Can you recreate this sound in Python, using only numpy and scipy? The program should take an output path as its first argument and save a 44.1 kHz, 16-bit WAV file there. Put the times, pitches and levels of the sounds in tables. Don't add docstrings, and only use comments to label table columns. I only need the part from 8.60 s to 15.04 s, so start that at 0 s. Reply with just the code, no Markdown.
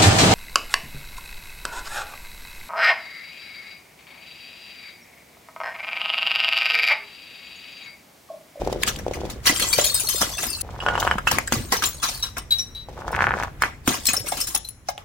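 import sys
import numpy as np
from scipy import signal
from scipy.fft import rfft, irfft
from scipy.io import wavfile
from scipy.ndimage import uniform_filter1d

SR = 44100
rng = np.random.default_rng(int(sys.argv[2]) if len(sys.argv) > 2 else 0)


def master(y):
    cut = np.clip(np.atleast_2d(y).T, -1, 1)
    pcm = np.round(cut * 32767)
    wavfile.write(sys.argv[1], SR, pcm.astype(np.int16))


N = 284136
T = np.arange(N) / SR
FREQS = np.fft.rfftfreq(N, 1 / SR)
TOP_HZ = 16100


def undb(db):
    return 10 ** (np.asarray(db) / 20)


def unit(x):
    return x / np.sqrt(np.mean(x ** 2))


def add(out, s, sound):
    i = max(int(s * SR), 0)
    n = max(min(sound.shape[-1], N - i), 0)
    out[:, i:i + n] += sound[..., :n]


def pan(db):
    return unit(undb(np.array([[db], [-db]]) / 2))


def lagged(x, count):
    return np.array([x[0], np.roll(x[1], count)])


def band(x, lo_hz, hi_hz, order=3):
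    edges = [lo_hz, min(hi_hz, SR / 2 - 100)]
    return signal.sosfilt(signal.butter(order, edges, "band", fs=SR, output="sos"), x)


def spread(pair, side):
    return unit(pair[0] + side * pair[1] * np.array([[1], [-1]]))


def moments(start, end, rate):
    slots = np.arange(start, end, 1 / rate)
    return slots + rng.random(len(slots)) / rate


def flicker(depth_db, step_s):
    steps = np.arange(0, T[-1], step_s)
    levels = np.minimum(rng.standard_normal(len(steps)), 1.5)
    return undb(depth_db * np.interp(T, steps, levels))


def ring(modes, width=0.063, attack=0.00016):
    hz, db, t60 = np.transpose(modes)
    t = T[:int(t60.max() * SR)]
    phase = rng.uniform(0, 2 * np.pi, len(hz)) + width * rng.standard_normal((2, len(hz)))
    pole = np.exp((2j * np.pi * hz - np.log(1000) / t60) / SR)
    decay = np.cumprod(np.repeat(pole[:, None], len(t), axis=1), axis=1)
    strength = (hz < TOP_HZ) * undb(db) * np.exp(1j * phase)
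    return (strength @ decay).imag * (1 - np.exp(-t / attack))


def knock(hz, db, peak_cycles=0.52, sharp=1.9):
    cycles = T[:int(10 * SR / hz)] * hz
    envelope = (cycles / peak_cycles * np.exp(1 - cycles / peak_cycles)) ** sharp
    return undb(db) * np.sin(2 * np.pi * cycles) * envelope


def shard(hz, db, t60, partner_db, attack, count=5):
    other_hz = rng.uniform(min(hz * 1.1, 4000), min(hz * 3.6, TOP_HZ), count)
    other_db = db + partner_db + 3 * rng.standard_normal(count)
    others = np.c_[other_hz, other_db, t60 * rng.uniform(.5, 1, count)]
    return ring(np.vstack([(hz, db, t60), others]), width=1.13, attack=attack)


def chatter(note, depth, top_hz):
    return note * (1 + depth * unit(band(rng.standard_normal(note.shape[1]), 30, top_hz, order=1)))


def choked(note, free_s, choke_s):
    return note * np.exp(-np.maximum(T[:note.shape[1]] - free_s, 0) / choke_s)


def scrape(db, fall_s):
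    t = T[:int(.04 * SR)]
    grit = rng.standard_normal((2, len(t))) * rng.exponential(size=len(t))
    return unit(band(grit, 2000, 21000, order=2)) * undb(db) * np.exp(-t / fall_s)


def crackle(lo_hz, hi_hz, side, rate, ringing, t60=0.036, count=40):
    uneven = undb(1.1 * np.minimum(rng.exponential(size=(2, N)), 4))
    sizes = uneven * flicker(depth_db=1.0, step_s=.003)
    cracks = (rng.random((2, N)) < rate / SR) * sizes * rng.choice([-1, 1], (2, N))
    fragments = ring(np.c_[rng.uniform(lo_hz, hi_hz, count), np.zeros(count), np.full(count, t60)])
    rung = unit(signal.fftconvolve(cracks, fragments, axes=1)[:, :N])
    return spread(unit(band(cracks, lo_hz, hi_hz)) + ringing * rung, side)


def patchy(x, depth_db, size=256):
    cells = signal.stft(x, nperseg=size)[2]
    field = uniform_filter1d(rng.standard_normal(cells.shape[1:]), size=3, axis=0)
    field = uniform_filter1d(field, size=5, axis=1)
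    gain = unit(undb(depth_db * np.minimum(unit(field), 2)))
    return signal.istft(cells * gain, nperseg=size)[1][:, :N]


# (frequency [Hz], relative level per Hz [dB])
AIR_SPECTRUM = [(20, -9.5), (50, 5), (100, 0), (220, -11), (700, -23), (2000, -26), (5000, -42.5),
                (16000, -43)]
# (time [s], level [dB])
AIR_COURSE = [(0, -35.5), (.9, -38.5), (1.9, -41), (2.65, -36), (3.4, -41), (4.2, -43), (4.82, -37.5),
              (5.25, -43), (5.8, -43.5), (6.2, -48)]


def air():
    hz, db = np.transpose(AIR_SPECTRUM)
    colour = undb(np.interp(np.log(FREQS + 1), np.log(hz), db))
    mid, side = rfft(rng.standard_normal((2, N))) * colour
    side = side * np.clip(FREQS / 2000, .23, .9)
    stereo = unit(irfft(np.array([mid + side, mid - side]), N))
    return stereo * undb(np.interp(T, *np.transpose(AIR_COURSE)))


# (set rolling at time [s], pitch of a 0 dB contact [Hz])
VESSELS = [(0, 699), (2.02, 1223), (4.25, 1380)]
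CONTACT_DB_PER_OCTAVE = 19.5


def contact_hz(s, db):
    reference_hz = [hz for start, hz in VESSELS if start <= max(s, VESSELS[0][0])][-1]
    return reference_hz * 2 ** (db / CONTACT_DB_PER_OCTAVE)


# (time [s], level [dB])
ROLL_FORCES = [
    [(0, -31.5), (.15, -30), (.25, -35), (.5, -38.5), (.66, -28), (.8, -45)],
    [(2.03, -41), (2.18, -35), (2.3, -25.5), (2.52, -26.5), (2.56, -32.5)],
    [(4.29, -40.5), (4.46, -36), (4.54, -24), (4.62, -25), (4.83, -28), (4.9, -41)],
]
# (time [s], relative level [dB])
KNOCKS = [(0.0183, -7.5), (.074, -5.5), (0.1264, -8.5), (0.16, -12.5), (.465, -7.5), (0.4812, -10),
          (0.5113, -10), (2.2248, -16.5), (2.2637, -3), (2.286, 0.5), (2.31, -16), (2.337, -13),
          (2.3539, -4.5), (2.3778, -4), (2.382, -8.5), (2.409, -16), (2.4274, -3), (2.451, -9),
          (2.47, -4.5), (2.4756, 0.5), (2.502, -17), (2.5126, 3), (2.523, -15), (2.6724, 1), (2.7169, -8),
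          (2.9226, -3), (4.286, -20.5), (4.4804, -8.5), (4.53, -9.5), (4.591, -2), (4.6069, 2), (4.622, 1),
          (4.6416, 1.5), (4.669, 2), (4.7078, -1.5), (4.739, -2.5), (4.8, -7), (4.8351, -6), (5.0211, 1),
          (5.0365, 3.5), (5.2764, -4.5)]


def rolling(rate=230, scatter_db=7.5, grit_db=-21, patchy_db=7.0, wall_db=-8, wall_s=0.0021, bed_db=-3.0,
            pitch_spread=0.4, rumble_db=-9, knock_db=-3.0, hardness_db=18):
    bumps, speed = np.zeros((2, N)), np.zeros(N)
    for roll in ROLL_FORCES:
        s, db = np.transpose(roll)
        speed += undb(np.interp(T, s, db, left=-np.inf, right=-np.inf))
        times = moments(s[0], s[-1], rate)
        for t, (size, pitch) in zip(times, rng.standard_normal((len(times), 2))):
            force_db = np.interp(t, s, db)
            hz = contact_hz(t, force_db + hardness_db) * np.exp(pitch_spread * min(pitch, 1.3))
            bump_db = force_db + bed_db + scatter_db * min(size, 1.5) + 10 * np.log10(hz / rate)
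            add(bumps, t, knock(hz, bump_db))
    for s, db in KNOCKS:
        add(bumps, s, knock(contact_hz(s, db), db + knock_db))
    t = T[:int(.04 * SR)]
    wall = rng.standard_normal((2, len(t))) * np.exp(-t / wall_s) * (t > .001)
    wall *= undb(wall_db) / np.sqrt(np.sum(wall[0] ** 2))
    shaken = signal.fftconvolve(bumps, wall, axes=1)[:, :N]
    sand = undb(grit_db) * flicker(patchy_db, step_s=0.013)
    pressure = uniform_filter1d(np.abs(bumps), size=200) + 0.81 * speed
    coarse = crackle(1540, 7000, side=1.0, rate=2300, ringing=0.36)
    fine = undb(-10.0) * crackle(4800, 24000, side=0.94, rate=260, ringing=0.23)
    crunch = pressure * sand * (coarse + fine)
    rumble = speed * spread(band(rng.standard_normal((2, N)), 53, 120, order=1), side=0.21)
    return lagged(bumps + shaken + crunch + undb(rumble_db) * rumble, count=2) * pan(0.97)


# (frequency [Hz], level [dB], t60 [s])
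ECHO_BANDS = [(150, -9, 0.057), (523, -8, 0.42), (1290, -6, 0.092), (3060, -9.5, 0.27), (7040, -16.5, 0.7),
              (15000, -47, 0.16)]


def stairway(dry, delay=0.0038):
    t = T[:int(.6 * SR)]
    hz, db, t60 = np.transpose(ECHO_BANDS)
    log_f = np.log(np.fft.rfftfreq(len(t), 1 / SR) + 1)
    noise = rfft(rng.standard_normal((2, len(t))))
    response = 0
    for share, level_db, length in zip(np.eye(len(hz)), db, t60):
        decay = undb(-60 * t / length) * np.minimum(t / delay, 1) ** 2
        narrow = irfft(noise * np.interp(log_f, np.log(hz), share), len(t))
        response = response + narrow * decay * undb(level_db) / np.sqrt(np.sum(decay ** 2))
    return signal.fftconvolve(dry, response, axes=1)[:, :N]


CRACK_RISE_S, CRACK_THUD_DB, CRACK_FIZZ_DB = 0.0017, -10.5, -6.5
# (time [s], fall [s], dull body [dB], sharp edge [dB])
CRACKS = [(0.126, 0.0039, -30, -28.5), (0.2336, 0.0015, -16.5, -9.5), (0.276, 0.011, -21, -17.5),
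          (0.361, 0.003, -41, -32), (0.387, 0.01, -33, -34.5), (0.534, 0.023, -34.5, -34),
          (0.961, 0.0047, -26, -22), (2.399, 0.0097, -42, -20.5), (2.426, 0.081, -39, -37.5),
          (2.5816, 0.0058, -21, -35), (2.669, 0.021, -25, -24.5), (2.715, 0.0015, -31, -11),
          (2.784, 0.0027, -12.5, -17.5), (2.874, 0.0069, -56, -26.5), (3.121, 0.04, -24.5, -24),
          (3.222, 0.02, -24, -25), (3.427, 0.065, -33.5, -26), (3.63, 0.031, -34.5, -29),
          (3.767, 0.022, -30, -33.5), (4.833, 0.0029, -26, -35), (5.02, 0.0043, -15.5, -21.5),
          (5.036, 0.032, -23, -35), (5.542, 0.0016, -29, -24), (5.96, 0.0041, -24, -18.5),
          (6.2855, 0.0082, -31, -25.5), (6.298, 0.0093, -36.5, -31.5), (6.376, 0.029, -42.5, -48.5)]
# (thud, body, crack, fizz [dB])
BURST_COLOUR = (2, 2, 2.5, -2)
BURST_FALL_S = 0.0079
# (time [s], level [dB])
BURSTS = [(0.89, -26), (2.712, -20.5), (2.922, -19.5), (5.275, -16)]
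SPILL_DELAY_S, SPILL_RISE_S, SPILL_FALL_S, SPILL_DB = 0.011, 0.0045, 0.042, -9.5
# (thud, body, crack, fizz [dB])
SPLASH_COLOUR = (-10.5, -3.5, 0, -6)
SPLASH_FALL_S = 0.026
# (time [s], rise [s], level [dB])
SPLASHES = [(0.262, 0.0113, -25), (0.695, 0.0077, -36), (.856, 0.01916, -13), (.995, 0.004, -22.5),
            (1.018, 0.00492, -21), (1.177, 0.008, -18.5), (1.606, 0.00987, -17.5), (1.781, 0.0036, -28.5),
            (1.822, 0.01274, -24), (3.12, 0.0029, -19), (3.235, 0.003, -21), (3.25, 0.008, -29.5),
            (3.423, 0.015, -24.5), (3.477, 0.00786, -28), (5.331, .012, -30), (5.483, 0.004, -22.5),
            (5.534, 0.0034, -26), (5.656, 0.015, -28.5), (5.717, 0.0023, -28), (5.768, .004, -31),
            (5.88, .008, -37.5)]
# (thud, body, crack, fizz [dB])
SHOWER_COLOUR = (-25.5, -14.5, -3.5, -4)
SHOWER_RISE_SHARE = 0.1
# (time [s], fall [s], level [dB])
SHOWERS = [(1.127, 0.021, -17), (1.243, 0.026, -15.5), (1.341, 0.078, -28.5), (1.397, 0.019, -19.5),
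           (1.485, 0.088, -24), (2.014, 0.0043, -23), (3.781, 0.0058, -26), (3.907, 0.068, -37),
           (3.99, 0.031, -36.5), (4.517, 0.0079, -35.5), (5.455, 0.0041, -17.5), (5.464, 0.0026, -25),
           (5.769, 0.034, -30), (5.801, 0.021, -21.5), (5.869, 0.0326, -25), (5.947, 0.012, -20.5)]


def breakage():
    for s, fall, body_db, edge_db in CRACKS:
        dbs = np.array([body_db + CRACK_THUD_DB, body_db, edge_db, edge_db + CRACK_FIZZ_DB])
        yield s, CRACK_RISE_S, fall, dbs
    for s, db in BURSTS:
        dbs = db + np.array(BURST_COLOUR)
        yield s, CRACK_RISE_S, BURST_FALL_S, dbs
        yield s + SPILL_DELAY_S, SPILL_RISE_S, SPILL_FALL_S, dbs + SPILL_DB
    for s, rise, db in SPLASHES:
        yield s, rise, SPLASH_FALL_S, db + np.array(SPLASH_COLOUR)
    for s, fall, db in SHOWERS:
        yield s, SHOWER_RISE_SHARE * fall, fall, db + np.array(SHOWER_COLOUR)


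def crashes(lead_db=-18, lead_s=0.01, patchy_db=5.5):
    thud = undb(-2.5) * crackle(85.4, 380, side=0.11, rate=2600, ringing=0.13) * pan(0.44)
    body = undb(0.13) * crackle(553, 2407, side=0.7, rate=1800, ringing=0.72, count=24) * pan(1.4)
    crack = undb(-0.6) * crackle(2663, 6980, side=1.0, rate=2200, ringing=0.12) * pan(1.2)
    low_fizz = crackle(6910, 10200, side=0.73, rate=2300, ringing=0.65, count=24)
    high_fizz = crackle(11000, 22000, side=0.98, rate=710, ringing=1.0)
    textures = [thud, body, crack, (low_fizz + high_fizz) * pan(5.3)]
    power = np.zeros((len(textures), N))
    t = T[:SR // 2] - .05
    for s, rise, fall, dbs in breakage():
        burst = np.clip(t / rise, 0, np.exp(-np.maximum(t - rise, 0) / fall))
        lead = undb(lead_db) * np.exp(-np.abs(t) / lead_s)
        add(power, s + t[0], undb(dbs)[:, None] ** 2 * (burst ** 2 + lead ** 2))
    layers = [np.sqrt(p) * patchy(texture, patchy_db) for p, texture in zip(power, textures)]
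    return lagged(sum(layers), count=3)


SHARD_CENTRE_HZ, SHARD_DB_PER_OCTAVE = 2700, 4.5


def landing(hz):
    return pan(SHARD_DB_PER_OCTAVE * np.log2(hz / SHARD_CENTRE_HZ))


# (time [s], pitch [Hz], relative level [dB])
SNAPS = [(0.234, 2800, -7.5), (0.276, 2600, -14), (0.2897, 3200, -11), (.3605, 3100, -21),
         (3.124, 1100, -14.5), (3.1286, 900, -13), (3.1678, 4000, -15), (3.2224, 1400, -14.5),
         (3.2388, 3500, -16), (3.437, 4200, -22), (5.4546, 3600, -28), (5.4702, 7600, -9),
         (5.4855, 2300, -21), (5.5347, 9000, -5), (6.379, 3100, -21.5)]


def snaps(grit_db=-13):
    out = np.zeros((2, N))
    for s, hz, db in SNAPS:
        add(out, s, knock(hz, db, peak_cycles=0.74, sharp=1.0) * landing(hz))
        add(out, s, scrape(db + grit_db, fall_s=0.0018) * landing(hz))
    return out


def chips(gain_db=1, scatter_db=9, lo_hz=2200, hi_hz=9000, flight_s=.13, count=9):
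    out = np.zeros((2, N))
    for s, *_, db in BURSTS + SPLASHES:
        for wait, pitch, place in rng.random((count, 3)):
            hz = lo_hz * (hi_hz / lo_hz) ** pitch
            tick = knock(hz, db + gain_db - scatter_db * wait, peak_cycles=0.33, sharp=1.0)
            add(out, s + flight_s * wait, tick * pan(14 * place - 5))
    return out


def plops(gain_db=-8, scatter_db=10, lo_hz=260, hi_hz=1000, flight_s=.1, count=5):
    out = np.zeros((2, N))
    for s, rise, db in SPLASHES:
        if VESSELS[1][0] < s < VESSELS[2][0]:
            continue
        for wait, pitch in rng.random((count, 2)):
            hz = lo_hz * (hi_hz / lo_hz) ** pitch
            lump = knock(hz, db + gain_db - scatter_db * wait, peak_cycles=0.62, sharp=0.6)
            add(out, s + rise + flight_s * wait, lump * pan(1.4))
    return out


# (frequency [Hz], t60 [s])
SHARD_T60 = [(2000, 0.035), (4500, 0.085), (8000, 0.105), (9200, 0.04)]


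def clinks(gain_db=-2, scatter_db=10, lo_hz=2300, hi_hz=11500, flight_s=0.039, damped=0.87, count=7):
    out = np.zeros((2, N))
    for s, _, db in SHOWERS + SPLASHES:
        for wait, pitch in rng.random((count, 2)):
            hz = lo_hz + (hi_hz - lo_hz) * pitch
            t60 = damped * np.interp(hz, *np.transpose(SHARD_T60))
            clink_db = db + gain_db - scatter_db * wait
            fragment = shard(hz, clink_db, t60, partner_db=-21.0, attack=0.0021, count=3)
            add(out, s + flight_s * wait ** 2, fragment * pan(3.8 + 5 * rng.standard_normal()))
    return out


# (time [s], main mode [Hz], relative level [dB])
SHARDS = [(.894, 2000, -11.5), (0.956, 3145, -23), (0.97, 7400, -24.5), (.996, 9100, -20.5),
          (1.024, 3260, -19), (1.069, 7700, -31), (1.086, 8030, -22), (1.128, 4470, -15.5),
          (1.132, 2354, -16), (1.211, 7150, -19), (1.24, 3230, -21), (1.242, 9430, -13.5),
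          (1.245, 4260, -23), (1.261, 6860, -22), (1.271, 3700, -22), (1.296, 4260, -20),
          (1.34, 14870, -21), (1.343, 8210, -15), (1.358, 5060, -26), (1.399, 10000, -20.5),
          (1.469, 4280, -22.5), (1.487, 11430, -12.5), (1.494, 6250, -22.5), (1.529, 6090, -29),
          (1.555, 7600, -23.5), (1.611, 5000, -31), (1.62, 8150, -30), (1.779, 2670, -24),
          (1.866, 12000, -22.5), (1.901, 8870, -22), (1.93, 4480, -25.5), (1.948, 4200, -26),
          (2.01, 9330, -18), (3.167, 5770, -25), (3.257, 7180, -19), (3.434, 3930, -24.5),
          (3.546, 4445, -30), (5.465, 4204, -20), (5.468, 7685, -17.5), (5.467, 14400, -15),
          (5.468, 5360, -17.5), (5.486, 2520, -16.5), (5.489, 6660, -20), (5.532, 9100, -14.5),
          (5.565, 5390, -17.5), (5.682, 8140, -25.5), (5.688, 9660, -20.5), (5.809, 14500, -24),
          (5.81, 5300, -19.5), (5.871, 9360, -26), (5.949, 10090, -11), (6.047, 4070, -31),
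          (6.087, 10370, -24.5)]


def shards(gain_db=6.0, bounce_db=-7, hop_s=0.032, scrape_db=-10, settle_s=0.041, free_db=-5):
    out = np.zeros((2, N))
    for s, hz, db in SHARDS:
        t60 = np.interp(hz, *np.transpose(SHARD_T60))
        note = shard(hz, db + gain_db, t60, partner_db=-14.0, attack=0.0022)
        note = chatter(note, depth=0.32, top_hz=260)
        settling = undb(free_db) * note + (1 - undb(free_db)) * choked(note, 0, settle_s)
        add(out, s, scrape(db + scrape_db, fall_s=0.0064) * landing(hz))
        add(out, s, settling * landing(hz))
        rocked_hz = hz * rng.uniform(1.0, 1.03)
        rocked = shard(rocked_hz, db + bounce_db, t60, partner_db=-7.5, attack=0.0014)
        add(out, s + hop_s * rng.uniform(0.36, 1.0), rocked * landing(hz))
    return out


# (frequency ratio, relative level [dB], t60 [s])
LID_MODES = [(.73, 1.5, 0.054), (.91, 10, 0.028), (1, 13.5, 0.036), (1.08, -7, 0.19), (1.45, -16, 0.06),
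             (2.13, -15, 0.16), (2.77, -4, 0.06)]
# (time [s], frequency of ratio 1 [Hz], relative level [dB])
LID_HITS = [(1.186, 551, -21), (5.536, 782, -31), (5.644, 567, -36.5), (5.721, 776, -24), (5.946, 820, -30),
            (6.287, 772, -24.5), (6.378, 808, -39.5)]
# (time [s], pitch [Hz], relative level [dB])
THUMPS = [(0.898, 300, -18), (1.187, 593, -7), (1.546, 434, -23.5), (1.63, 603, -17), (1.619, 232, -24),
          (1.835, 673, -24.5), (2.555, 190, -22), (2.724, 527, -20), (2.94, 232, -23.5), (2.966, 114, -21),
          (2.991, 100, -25.5), (5.279, 270, -10.5), (5.279, 150, -27), (5.306, 284, -21.5),
          (5.578, 502, -26.5), (5.602, 108, -29), (5.645, 450, -28)]


def lids_and_contents():
    out = np.zeros((2, N))
    for s, hz, db in LID_HITS:
        modes = [(hz * ratio, db + mode_db, t60) for ratio, mode_db, t60 in LID_MODES]
        add(out, s, ring(modes, width=1.0, attack=0.0023))
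    for s, hz, db in THUMPS:
        add(out, s, knock(hz, db, peak_cycles=0.52, sharp=0.63))
    return out


# (from [s], to [s], starting level [dB], fading [dB per s], typical t60 [s])
SKITTERS = [(0.921, 2.02, -29, 5.5, 0.098), (2.951, 3.601, -42.5, -5, 0.052), (5.305, 5.963, -39, 5, 0.034)]


def skitter(rate=145, scatter_db=6.0, ring_db=-2.0, tick_db=-7, lo_hz=2800, hi_hz=10500, hop_s=.022,
            rebound=.7, tap_db=-9, tap_hz=1100, tap_spread=0.475, hops=3, nearest=9):
    out = np.zeros((2, N))
    for start, end, start_db, fade, t60 in SKITTERS:
        for k, s in enumerate(moments(start, end, rate)):
            db = start_db - fade * (s - start) + scatter_db * min(rng.standard_normal(), 1.2)
            place = pan(3 + 5 * rng.standard_normal())
            nearby = sorted(SHARDS, key=lambda row: abs(row[0] - s))[rng.integers(nearest)]
            hz = rng.uniform(lo_hz, hi_hz) if k % 3 else nearby[1]
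            piece_t60 = t60 * (.5 + rng.random())
            note = shard(hz, db + ring_db, piece_t60, partner_db=-8.5, attack=0.00088, count=4)
            note = chatter(note, depth=0.2, top_hz=200)
            tick = scrape(db + tick_db, fall_s=0.0022)
            dull_hz = tap_hz * np.exp(tap_spread * rng.standard_normal())
            add(out, s, knock(dull_hz, db + tap_db, peak_cycles=1.73, sharp=0.87))
            hop = hop_s * (.5 + rng.random())
            for strength in rebound ** np.arange(hops):
                add(out, s, strength * place * note)
                add(out, s, strength * place * tick)
                s += hop * strength
    return out


# (frequency [Hz], relative level [dB], t60 [s])
BOTTLE_MODES = [(1450, -4.5, 0.16), (1600, 15, 0.022), (1850, 1, 0.023), (2650, -6, 0.051),
                (2680, 0, 0.022), (2900, -1, 0.086), (3260, -0.5, 0.051), (5000, 4, 0.083),
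                (7690, 5, 0.035)]
# (time [s], relative level [dB], pitch struck hardest [Hz])
BOTTLE_HITS = [(2.203, -27.5, 2900), (2.583, -29.5, 1720), (2.67, -31, 1720), (2.674, -11.5, 2645),
               (2.875, -25, 7900), (2.879, -28, 1880)]
RATTLE_T60 = .04


def bottle_wall(focus=0.28, rattle_db=-24.0, rattle_hz=2900, scatter_db=3, slosh=0.03):
    out = np.zeros((2, N))
    hz, db, t60 = np.transpose(BOTTLE_MODES)

    def miss_db(near_hz):
        return -np.minimum(20 * np.abs(np.log(hz / near_hz)) / focus, 22)

    for s, blow_db, near_hz in BOTTLE_HITS:
        add(out, s, ring(np.c_[hz, db + blow_db + miss_db(near_hz) + 4, t60], width=0.77))
    for s, knock_db in KNOCKS:
        if VESSELS[1][0] < s < VESSELS[2][0]:
            scatter = scatter_db * rng.standard_normal(len(hz))
            struck_db = db + knock_db + rattle_db + miss_db(rattle_hz) + scatter
            sloshed_hz = hz * (1 + slosh * rng.standard_normal(len(hz)))
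            add(out, s, ring(np.c_[sloshed_hz, struck_db + 4, np.minimum(t60, RATTLE_T60)], width=1.0))
    return out


# (from [s], to [s], relative level [dB])
BOTTLE_SONG = (2.263, 2.343, -22.5)


def bottle_song(t60=1.3, choke_s=0.01):
    out = np.zeros((2, N))
    start, end, db = BOTTLE_SONG
    note = ring([(BOTTLE_MODES[0][0], db, t60)], width=0.63)
    add(out, start, chatter(choked(note, end - start, choke_s), depth=0.35, top_hz=118))
    return out


# (from [s], to [s], starting level [dB], fading [dB per s], typical bubble pitch [Hz])
GUSHES = [(2.723, 2.846, -49, 88, 600), (2.923, 3.067, -25.5, 84, 336), (3.119, 3.2, -20, 176, 760)]


def gurgle(rate=130, pitch_spread=0.46, scatter_db=4, cycles=2.5, glide=0.34):
    out = np.zeros((2, N))
    for start, end, start_db, fade, typical_hz in GUSHES:
        times = moments(start, end, rate)
        draws = np.clip(rng.standard_normal((len(times), 2)), -1.6, 1.6)
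        for s, (size, pitch) in zip(times, draws):
            hz = typical_hz * np.exp(pitch_spread * pitch)
            age = T[:int(5 * cycles * SR / hz)] * hz / cycles
            swing = np.sin(2 * np.pi * cycles * age * (1 + glide * age / 6))
            bubble = swing * np.exp(-age) * (1 - np.exp(-6 * age))
            db = start_db - fade * (s - start) + scatter_db * size
            add(out, s, bubble * undb(db) * pan(1.3))
    return out


# (frequency [Hz], relative level [dB], t60 [s])
BASE_MODES = [(3910, 5, 0.45), (5700, 2, 0.17), (3965, -8, 0.17), (9660, -16.5, 0.16), (11430, -13.5, 0.35),
              (13300, -21, .1)]
# (time [s], relative level [dB], change of the second mode [dB], free ringing [s])
BASE_HITS = [(3.625, -23.5, 2, 0.014), (3.907, -19, -27, 0.03), (3.92, -19, -35, 0.0081),
             (3.984, -26.5, 3, 0.0045), (3.994, -47, 27, 0.038), (4.149, -34, -27, 0.088)]


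def bottle_base(choke_s=0.019, scrape_db=-11):
    out = np.zeros((2, N))
    for s, db, second_db, free_s in BASE_HITS:
        modes = [(hz, db + mode_db + (k == 1) * second_db, t60)
                 for k, (hz, mode_db, t60) in enumerate(BASE_MODES)]
        note = choked(ring(modes, width=1.0, attack=0.0015), free_s, choke_s)
        add(out, s, chatter(note, depth=0.24, top_hz=300) * pan(3.34))
        add(out, s, scrape(db + scrape_db, fall_s=0.006) * pan(3.8))
    return out


# (from [s], to [s])
HUSH = (2.019, 2.3)


def scene():
    vessels = rolling() + bottle_wall() + bottle_song() + bottle_base() + lids_and_contents()
    debris = crashes() + snaps() + shards() + skitter() + clinks() + chips() + plops() + gurgle()
    heard = uniform_filter1d(1. * ((T < HUSH[0]) | (T > HUSH[1])), size=100)
    return vessels + stairway(vessels) + heard * (debris + stairway(debris)) + air()


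def record(dry):
    low_pass = signal.ellip(10, .2, 70, TOP_HZ, fs=SR, output="sos")
    return signal.sosfilt(low_pass, np.clip(dry, -1, 1))


dry = scene()
out = record(dry)
master(out)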